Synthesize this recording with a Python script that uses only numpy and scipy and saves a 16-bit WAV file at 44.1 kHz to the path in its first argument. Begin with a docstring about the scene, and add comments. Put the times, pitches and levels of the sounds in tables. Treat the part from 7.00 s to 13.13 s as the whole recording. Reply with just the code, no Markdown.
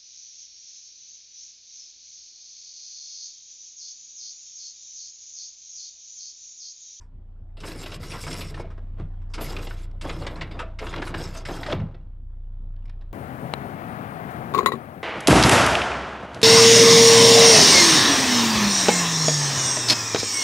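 """At the bow of a boat, an anchor chain is winched in over a roller in short pulls, close to a microphone.
Links grind and clank: random grit and short noise bursts set the tuned modes of the steel ringing.
The frame, deck and hull boom under many small blows, one heavy thud lands, and lone modes ping.
An engine idles below deck as a stack of sine waves, with shaped noise for the engine and water wash."""
import sys
import numpy as np
from scipy import signal
from scipy.io import wavfile
from scipy.ndimage import uniform_filter1d, map_coordinates

SR = 44100
rng = np.random.default_rng(int(sys.argv[2]) if len(sys.argv) > 2 else 0)


def pcm_store(signal):
    """Save signal as 16-bit PCM."""
    levels = np.round(np.clip(np.atleast_2d(signal), -1, 1) * 32767)
    wavfile.write(sys.argv[1], SR, levels.astype(np.int16).T)


N = 270333

ENGINE_HZ, ENGINE_LEAD_S = 29.725, 0.0102  # rate of the first engine order, and its head start
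# ringing modes of the chain links: (frequency [Hz], width [Hz], level [dB])
LINK_MODES = [(2746, 61, 5.5), (3840, 58, 1.5), (4837, 260, 8.5), (5270, 400, 11), (6350, 990, -2.5),
              (7540, 400, 2), (8350, 230, -1.5), (9710, 600, -5.5), (12200, 1800, -7)]
# ringing modes of the roller frame: (frequency [Hz], width [Hz], level [dB])
FRAME_MODES = [(975, 29, 6), (1093, 60, 5), (1321, 81, 4), (1543, 82, 0), (1720, 53, -2.5), (2127, 240, 1),
               (2435, 19, 0), (2640, 17, -3), (2773, 110, -1.5), (3320, 130, -1), (3500, 33, -6),
               (3834, 170, -3)]
# ringing modes of the deck: (frequency [Hz], width [Hz], level [dB])
DECK_MODES = [(243, 10, -8.5), (272.6, 30, -3.5), (326.6, 65, 7.5), (430, 28, -1.5), (493, 56, -7),
              (550, 2.7, -2), (597, 5.5, -7), (658, 3.5, 1.5), (775, 5.9, -19)]


def gain_of(db):
    """Turns decibels into a plain multiplier."""
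    return 10 ** (np.asarray(db) / 20)


def evened(x):
    """Scales a signal to an rms (average strength) of 1."""
    return x / np.sqrt(np.mean(x ** 2) + 1e-20)


def curves(rows):
    """Draws straight lines between the rows of a table: one value per sample for each column."""
    s, *columns = np.transpose(rows)
    return [np.interp(np.arange(N) / SR, s, c) for c in columns]


def add(mix, s, sound):
    """Mixes a sound in at time s, cut off at the end of the mix."""
    part = mix[round(s * SR):][:len(sound)]
    part += sound[:len(part)]


def band(x, lo_hz, hi_hz, order=2):
    """Keeps mainly the frequencies between two limits."""
    return signal.sosfilt(signal.butter(order, [lo_hz, hi_hz], "band", fs=SR, output="sos"), x)


def ring(x, modes, shifting_db=0, count=1):
    """Adds up resonances, which can trade strength as the contact point moves."""
    out, power, steady = np.zeros(len(x)), 0, 0
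    for hz, width, db in modes:
        r = np.exp(-np.pi * width / SR)
        top = [(1 - r * r) / 2, 0, (r * r - 1) / 2]  # gives a gain of 1 at the peak
        bottom = [1, -2 * r * np.cos(2 * np.pi * hz / SR), r * r]
        mode = x
        for _ in range(count):  # filtering twice makes darker valleys between the modes
            mode = signal.lfilter(top, bottom, mode)
        gain = gain_of(db)
        if shifting_db:
            gain = gain * wander(0.018, shifting_db)
        out += gain * mode
        power = power + gain ** 2 * width
        steady = steady + gain_of(db) ** 2 * width
    return out * np.sqrt(steady / power)  # evens out the total strength while the modes trade


def body(x, modes, lo_hz, hi_hz, broad_db, shifting_db=0):
    """A struck part: clear modes over a broad mass of weak ones, which is the input let through."""
    return band(ring(x, modes, shifting_db) + gain_of(broad_db) * x, lo_hz, hi_hz)


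def grit(per_s, spread_db):
    """Small impacts at random moments, of uneven size and either sign."""
    size_db = spread_db * np.minimum(rng.exponential(1, N), 4)
    size = gain_of(size_db) * rng.choice([-1, 1], N)
    return evened(size * (rng.random(N) < per_s / SR))


def wander(span_s, depth_db):
    """A random gain around 1, drifting in straight lines between points span_s apart."""
    steps = np.arange(0, N / SR + 1, max(span_s, 0.002))
    drift = evened(uniform_filter1d(rng.standard_normal(len(steps)), size=2))
    return np.interp(np.arange(N) / SR, steps, gain_of(depth_db * drift))


def while_on(rows):
    """1 between the first and last row of a table, with quick edges."""
    t = np.arange(N) / SR
    return np.clip(np.minimum(t - rows[0][0], rows[-1][0] - t) / 0.02, 0, 1)


def grind_levels():
    """Gain of the grinding on the roller, one curve for each stretch of contact."""
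    # links grinding on the roller, one list per stretch of contact: (time [s], level [dB])
    stretches = [
        [(.57, -82.5), (.676, -47.5), (.725, -51), (.745, -57), (.78, -51.5), (.96, -50.5), (.987, -62)],
        [(.992, -52.5), (1.19, -47.5), (1.21, -46.5), (1.328, -42.5), (1.508, -51.5), (1.53, -66.5),
         (1.63, -58)],
        [(2.4, -41), (2.42, -46.5), (2.53, -45.5), (2.55, -58.5), (2.634, -55.5), (2.865, -61.5)],
        [(3.02, -53), (3.22, -54), (3.245, -62), (3.66, -92)],
        [(3.8, -61), (3.9, -47.5), (3.99, -63), (4.085, -45.5), (4.13, -61.5)],
        [(4.14, -57), (4.208, -43.5), (4.29, -49), (4.33, -59), (4.376, -42.5), (4.445, -65.5)],
        [(4.45, -52), (4.56, -50), (4.645, -56.5), (4.71, -52.5), (4.79, -81.5)],
    ]
    return [while_on(rows) * gain_of(curves(rows)[0]) for rows in stretches]


def clinks():
    """Small separate link contacts: random impacts set off short rings, each of its own pitch."""
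    t, out = np.arange(1500) / SR, np.zeros(N)
    for hz in np.geomspace(1500, 10000, num=24) * rng.uniform(0.95, 1.05, size=24):
        one_ring = gain_of(-60 * t / 0.022) * np.sin(2 * np.pi * hz * t)
        out += signal.oaconvolve(grit(5, 3.0), one_ring)[:N]
    return evened(out)


def grinding():
    """Links rub on the roller: dense grit rings their modes, over a rough scrape and small clinks."""
    # how clearly the link modes sing over the scrape, one value per stretch: level [dB]
    sing_levels = [0.5, -0.5, -1, 0, -6.5, 0.5, -1]
    # upper link modes, one value per stretch; shackle and anchor shank scrape duller than chain: level [dB]
    sheen_levels = [6, 3.5, 5, 7.5, 0.5, -1, 2.5]
    rub = grit(1500, 0.78)
    links = evened(band(ring(rub, LINK_MODES, shifting_db=4, count=2), 2200, 15000))
    # the pitch drifts a little: no two links ring at quite the same pitch
    links = map_coordinates(links, [np.cumsum(wander(0.05, 0.2))])
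    upper = band(links, 7900, 14000)
    scrape = gain_of(-6.0) * evened(band(rub, 2800, 8000))
    scrape = scrape + gain_of(-22.0) * evened(band(rub, 10000, 17000))
    scrape = scrape + gain_of(-6.0) * clinks()
    out = np.zeros(N)
    for level, sing_db, sheen_db in zip(grind_levels(), sing_levels, sheen_levels):
        singing = gain_of(sing_db) * (links - upper) + gain_of(sheen_db) * upper
        out += level * (scrape + singing)
    judder = wander(0.0091, 1.7) * wander(0.017, 1.5)
    return judder * out


def clanks():
    """Each clank is a short chatter of steel on steel; the modes near where it lands ring most."""
    # clanks: (time [s], level [dB], centre [Hz], link share [dB], deck share [dB],
    # chatter time to fall 60 dB [s], limited below)
    blows = [(.0064, -52, 940, -6.5, -30, 0.13), (0.5683, -44, 2810, -7.5, 0, 0.099),
             (0.6015, -38, 2750, -1.5, -24, 0.069), (0.6335, -30, 1060, -45, -5, 0.075),
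             (.6757, -34, 2460, -12, 0, 0.034), (0.7163, -34.5, 2680, -7, -4, 0.017),
             (0.813, -39, 1520, 4, -9.5, 0.032), (0.8309, -32.5, 2800, -13, -2, 0.065),
             (0.858, -29, 2530, -25, -6.5, 0.045), (.9175, -30.5, 2770, -26, -8, 0.069),
             (0.941, -34, 2740, 0, -5, 0.028), (1.029, -36, 2090, -2.5, -9, 0.1),
             (1.1039, -36.5, 2300, -3.5, -18, 0.038), (1.116, -30, 2480, -4.5, -8.5, 0.047),
             (1.1344, -29, 1080, -15.5, -3.5, 0.13), (1.2655, -28.5, 1270, -6.5, -5, 0.076),
             (1.309, -34, 2730, 3.5, -13, 0.045), (1.3277, -32, 2800, 6, -24.5, 0.02),
             (1.387, -33, 1100, -23, 0.5, 0.045), (1.4066, -29, 2570, -12, -6, 0.069),
             (1.5414, -33, 1770, -13, -18, 0.052), (1.5682, -34, 1240, -23, -6, 0.087),
             (1.5954, -35.5, 1320, -10.5, 7, 0.06), (1.701, -44.5, 1260, -16, -13, 0.1),
             (1.7761, -44, 1230, -23, 5, 0.05), (1.9962, -46, 1040, -36, 3, 0.073),
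             (2.2163, -53.5, 1100, -16, -7, .05), (2.2973, -54.5, 990, -4.5, -20, 0.37),
             (2.3361, -30.5, 2140, -2.5, -29, 0.078), (2.3792, -27.5, 1150, -23, -4.5, 0.088),
             (2.4067, -34.5, 2470, -15, 8, 0.11), (2.564, -26, 2480, -19, -21, 0.029),
             (2.586, -31, 1150, -15, -31, 0.036), (2.625, -35, 1740, -7.5, -19, .04),
             (2.668, -31, 2620, -21, 0, 0.036), (2.7064, -31, 1410, -35, -15, 0.038),
             (2.776, -45, 2270, -28, -23.5, .25), (2.9125, -53.5, 2170, -5, -11.5, 0.014),
             (3.0105, -30.5, 2200, -3.5, -24.5, 0.06), (3.043, -28, 980, -29.5, 2.5, 0.086),
             (3.0934, -23, 2080, -37, -10, 0.048), (3.265, -24, 1970, -13, -12, 0.047),
             (3.3577, -33, 950, -17, -5.5, 0.1), (3.4093, -21.5, 1950, -19.5, -12, 0.066),
             (3.51, -36.5, 2190, -13, -2.5, 0.06), (3.5903, -22, 1260, -19, -15, 0.087),
             (3.787, -28, 2004, -6.5, -26, 0.063), (3.826, -31, 1000, -29, -6, 0.078),
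             (3.8648, -25.5, 1400, -19, -11, 0.041), (3.9255, -28.5, 1640, -30, -7, 0.084),
             (3.938, -22, 1300, -25, -22, 0.023), (3.9598, -27, 2720, -28, -13, 0.021),
             (3.9771, -30.5, 2420, -28, 0, 0.037), (4.0183, -21, 1700, -20, -9, 0.042),
             (4.0675, -28.5, 1320, -30, -19, .06), (4.14, -21.5, 1540, -25, -17, 0.039),
             (4.3497, -36, 1400, -12.5, -10.5, 0.094), (4.4511, -28, 1900, -6, -23, 0.061),
             (4.4855, -27.5, 1000, -28, 0, 0.059), (4.563, -33.5, 1310, -10.5, -6, 0.095),
             (4.6305, -23, 1830, -25, -17.5, 0.034), (4.6618, -24, 1890, -14, -11, 0.036),
             (4.685, -31.5, 1520, -22.5, -5, 0.041), (4.698, -26, 1540, -27, -5, 0.039),
             (4.7130, -32, 3320, -24.5, -11, 0.043), (4.7245, -19, 2240, -26, -9.5, 0.022),
             (4.7975, -34, 1270, -25, -13.5, 0.03), (4.943, -47, 2010, -24, 5.5, 0.043),
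             (5.7605, -59, 3000, -13.5, -11, 0.022), (5.823, -64, 2800, -17, -15, .025),
             (5.8534, -52, 2160, -7, -19, .03), (5.878, -55, 2200, -18, -20, 0.028),
             (5.894, -44, 1800, -10, -10, 0.024), (6.01, -52.5, 2300, -13, -11, 0.019),
             (6.019, -51, 1890, -22, -4, 0.025)]
    out, t = np.zeros(N), np.arange(5000) / SR
    for s, db, centre_hz, link_db, deck_db, t60 in blows:
        fade_db = -60 * (t / np.clip(t60, 0.01, 0.3)) ** 1.57  # holds a moment, then dies fast
        chatter = rng.standard_normal(len(t)) * gain_of(fade_db) * (1 - np.exp(-t / 0.0018))
        near = [(hz, width, m - 4.8 * abs(np.log2(hz / centre_hz))) for hz, width, m in FRAME_MODES]
        near.append((centre_hz, 110, 5.0))  # the spot itself rings too
        parts = [(near, 0.42 * centre_hz, 2.35 * centre_hz, 0),
                 (LINK_MODES, 4300, 10000, link_db),
                 (DECK_MODES, 230, 950, deck_db)]
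        sound = np.zeros(len(t))
        for modes, lo, hi, part_db in parts:
            luck = rng.standard_normal((13, 2))  # every blow shifts the pitches and levels a little
            struck = [(hz * (1 + 0.017 * a), 1.9 * width + 30, m + 4.4 * b)
                      for (hz, width, m), (a, b) in zip(modes, luck)]
            part = band(body(chatter, struck, lo, hi, -17.0), 0.57 * lo, 2.1 * hi)
            sound += gain_of(part_db) * part / abs(part).max()
        smooth_end = np.minimum(t[::-1] / 0.03, 1)
        add(out, s, gain_of(db) * sound * smooth_end)
    return out


def hauling():
    """The running chain shakes frame, deck and hull with uneven small blows."""
    # ringing modes of the hull: (frequency [Hz], width [Hz], level [dB])
    hull_modes = [(87.4, 54, -2), (107, 42, 9.5), (151.1, 14, 8.5), (166, 9.1, -7)]
    # one list per pull of the winch, the second a mere jolt:
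    # (time [s], deck boom level [dB], hull drumming level [dB])
    winch_pulls = [
        [(0.568, -65, -59), (0.652, -42, -44), (1.216, -50, -43.5), (1.282, -37, -36), (1.498, -50.5, -44.5),
         (1.608, -43.5, -36.5), (1.7, -53, -62)],
        [(1.96, -72, -50), (2.002, -41.5, -40.5), (2.032, -55, -36), (2.08, -68, -47)],
        [(2.338, -58, -54), (2.382, -37.5, -53.5), (2.476, -45.5, -37.5), (2.534, -33.5, -37.5),
         (2.564, -38, -37), (2.84, -57, -57), (2.87, -59.5, -53)],
        [(3.012, -56, -59), (3.05, -34.5, -40.5), (3.202, -42.5, -37.5), (3.222, -35.5, -40), (3.506, -46, -42),
         (3.602, -42, -46), (3.7, -54, -51.5)],
        [(3.788, -57, -51), (3.826, -34, -51), (3.904, -43.5, -37.5), (3.984, -35, -36.5), (4.042, -40, -43),
         (4.158, -39, -33.5), (4.44, -51, -50.5)],
        [(4.45, -60, -43.5), (4.496, -33.5, -38.5), (4.592, -41.5, -39.5), (4.672, -39.5, -41.5),
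         (4.734, -31, -34), (4.772, -43.5, -43), (4.8, -46, -36.5)],
    ]
    # hull rumble after the thud starts: (hold [s], level [dB], time to fall 60 dB [s])
    hold_s, rumble_db, rumble_t60_s = (0.1, -31.5, 0.24)
    rumble_s = 4.738  # start of the rumble
    boom_t60_s = 0.7  # the deck dies away after a pull
    lean_db, lean_db_per_s = -3.0, 1.41  # upper deck modes gain as the load nears the roller
    frame_grind_db, frame_boom_db = -4, -15.5  # the roller frame follows both grinding and boom

    frame = evened(body(grit(700, 2.5), FRAME_MODES, 860, 4300, -16, shifting_db=5.0))
    deck = evened(body(grit(1200, 2.6), DECK_MODES, 230, 1500, -10.0, shifting_db=6.5))
    hull = evened(body(grit(2000, 4.4), hull_modes, 72, 210.5, -12.5))
    t, judder = np.arange(N) / SR, wander(0.011, 1.7)
    deck = deck + (gain_of(lean_db + lean_db_per_s * t) - 1) * band(deck, 520, 1600)

    boom, drum = np.zeros(N), np.zeros(N)
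    for rows in winch_pulls:
        boom_db, drum_db = curves(rows)
        onset = np.clip((t - rows[0][0]) / 0.0089, 0, 1)
        on = onset * gain_of(-60 * np.maximum(t - rows[-1][0], 0) / boom_t60_s)
        boom = np.maximum(boom, on * gain_of(boom_db))
        drum = np.maximum(drum, on * gain_of(drum_db))
    fading_s = np.maximum(t - rumble_s - hold_s, 0)
    drum += np.clip((t - rumble_s) / 0.01, 0, 1) * gain_of(rumble_db - 60 * fading_s / rumble_t60_s)

    shake = gain_of(frame_grind_db) * sum(grind_levels()) + gain_of(frame_boom_db) * boom
    # light parts feel the judder most
    return shake * frame * judder ** 0.81 + boom * deck * judder ** 0.54 + drum * hull * judder ** 0.073


def thud():
    """One heavy blow: a sine wave falls quickly in pitch and booms down into the hull."""
    # the anchor shank seats on the roller: (time [s], peak level [dB], time to fall 60 dB [s])
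    s, db, t60 = (4.727, -20, .11)
    t, out = np.arange(SR // 4) / SR, np.zeros(N)
    hz = 110 + 560 * np.exp(-t / 0.0105)
    add(out, s, gain_of(db - 60 * t / t60) * np.sin(2 * np.pi * np.cumsum(hz) / SR))
    return out


def pings():
    """Lone steel modes dying away, each beating against a weaker neighbour and trembling."""
    # single modes set ringing by a blow or a glancing tick:
    # (time [s], frequency [Hz], level [dB], time to fall 60 dB [s])
    lone_modes = [(1.6, 2200, -55.5, 0.35), (1.645, 655, -45, 0.27), (2.585, 2740, -35, 0.035),
                  (2.66, 673, -53, 0.92), (3.093, 6800, -38, 0.023), (3.222, 4340, -38, 0.02),
                  (3.266, 6670, -37, 0.016), (3.358, 4120, -37, 0.016), (3.42, 7130, -42, 0.02),
                  (3.514, 3610, -49.5, 0.22), (3.515, 4790, -53.5, 0.24), (3.63, 650, -43, 0.6),
                  (3.894, 6800, -36.5, 0.031), (4.352, 650, -38, 0.33), (4.686, 594, -30, 0.26),
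                  (4.724, 3380, -25, 0.024), (4.76, 560, -43.5, 0.34)]
    t, out = np.arange(SR // 2) / SR, np.zeros(N)
    for s, hz, db, t60 in lone_modes:
        neighbour_hz = hz * rng.uniform(1.015, 1.07)
        pair = np.sin(2 * np.pi * hz * t) + 0.25 * np.sin(2 * np.pi * neighbour_hz * t)
        add(out, s, gain_of(db - 60 * t / t60) * (1 - np.exp(-t / 0.00076)) * pair)
    return out * wander(0.0058, 4.0)


def locker(x):
    """The chain channel and hollow deck answer with a short, dulling tail of fading noise."""
    t = np.arange(SR // 2) / SR
    low, mid, high = rng.standard_normal((3, len(t))) * np.clip((t - 0.004) / 0.00093, 0, 1)
    tail = band(low, 340, 990) * gain_of(-60 * t / 0.5)
    tail += band(mid, 1000, 4000) * gain_of(6.5 - 60 * t / 0.27)
    tail += band(high, 3200, 14000) * gain_of(-14.5 - 60 * t / 0.3)
    return signal.fftconvolve(x, tail / np.linalg.norm(tail))[:N]


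def engine():
    """Firing orders (multiples of one steady rate); a lag skews each pulse, and upper orders waver."""
    # the idling engine as heard at the bow:
    # (time [s], first order level [dB], second order level [dB], third order level [dB])
    throb = [(0, -45, -56, -54), (.48, -40, -55, -50), (1.1, -41, -52, -49), (1.55, -37, -48, -43),
             (1.9, -34, -52, -41), (2.45, -33, -48, -42), (2.95, -33, -45, -43), (3.45, -38, -46, -43),
             (3.85, -35, -45, -44), (4.5, -36, -49, -46), (4.95, -40, -50, -50), (5.35, -35, -46, -49),
             (5.7, -32, -57, -44), (6.13, -36, -49, -47)]
    # upper orders: (multiple of the rate, level against the third order [dB])
    high_orders = [(4, -21), (5, -16), (6, -22), (7, -24)]
    first, second, third = gain_of(curves(throb))
    t = np.arange(N) / SR
    turn = 2 * np.pi * ENGINE_HZ * (t + ENGINE_LEAD_S)
    lean = 0.95 - 0.14 * t  # the pulses lean (radians per order), less so later
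    orders = [(1, first), (2, second), (3, third)]
    for k, db in high_orders:
        orders.append((k, third * gain_of(db) * wander(0.14, 0.75)))
    # the root of 2 makes each order's level its rms; the lean stops growing at the third order
    return sum(np.sqrt(2) * size * np.cos(k * turn + min(k - 1, 2) * lean) for k, size in orders)


def wash():
    """Engine and water wash: noise built from random short-time spectra with drifting patches."""
    # colour of the wash, of which only the shape counts: (frequency [Hz], level per Hz [dB])
    colour = [(30, -29.5), (45, -12.5), (75, -16.5), (100, -11.5), (125, -27.5), (229, -25.5), (400, -37.5),
              (685, -37.5), (1200, -47), (1900, -55), (2400, -59.5), (3300, -58), (4000, -65.5),
              (6400, -75.5), (15000, -86)]
    # strength of the wash, set by its 300-1500 Hz part: (time [s], level [dB])
    strength = [(0, -69), (2.3, -58.5), (3.75, -60.5), (5.3, -67), (6.13, -61)]
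    frames, hz = N // 256 + 5, np.fft.rfftfreq(1024, 1 / SR)
    a, b, patches = rng.standard_normal((frames, 513, 3)).T
    patches = evened(uniform_filter1d(uniform_filter1d(patches, 12, 0), 10, 1))
    f, db = np.transpose(colour)
    colour_db = np.interp(np.log(hz + 1), np.log(f), db)[:, None]
    spectra = (a + 1j * b) * gain_of(colour_db + 2.4 * patches)
    x = signal.istft(spectra, nperseg=1024, noverlap=768)[1][:N]
    turn = 2 * np.pi * ENGINE_HZ * (np.arange(N) / SR + ENGINE_LEAD_S)
    x = x * (1 + 0.13 * np.cos(turn))  # breathes with the firing
    return x / np.std(band(x, 300, 1500)) * gain_of(curves(strength)[0])


def scene():
    """Everything reaches one microphone, so both channels are the same."""
    steel = clanks() + grinding() + hauling() + thud()
    mono = steel + pings() + gain_of(-16.5) * locker(steel) + engine() + wash()
    return np.array([mono, mono])


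def record(dry):
    """The microphone dulls the top octave; then a steep filter sets the band limit."""
    dulled = signal.sosfilt(signal.butter(2, 12500, fs=SR, output="sos"), dry)
    limit = signal.firwin(511, 15730, window=("kaiser", 9), fs=SR)  # cutoff in Hz
    return signal.oaconvolve(dulled, limit[None], "same")


dry = scene()
out = record(dry)
pcm_store(out)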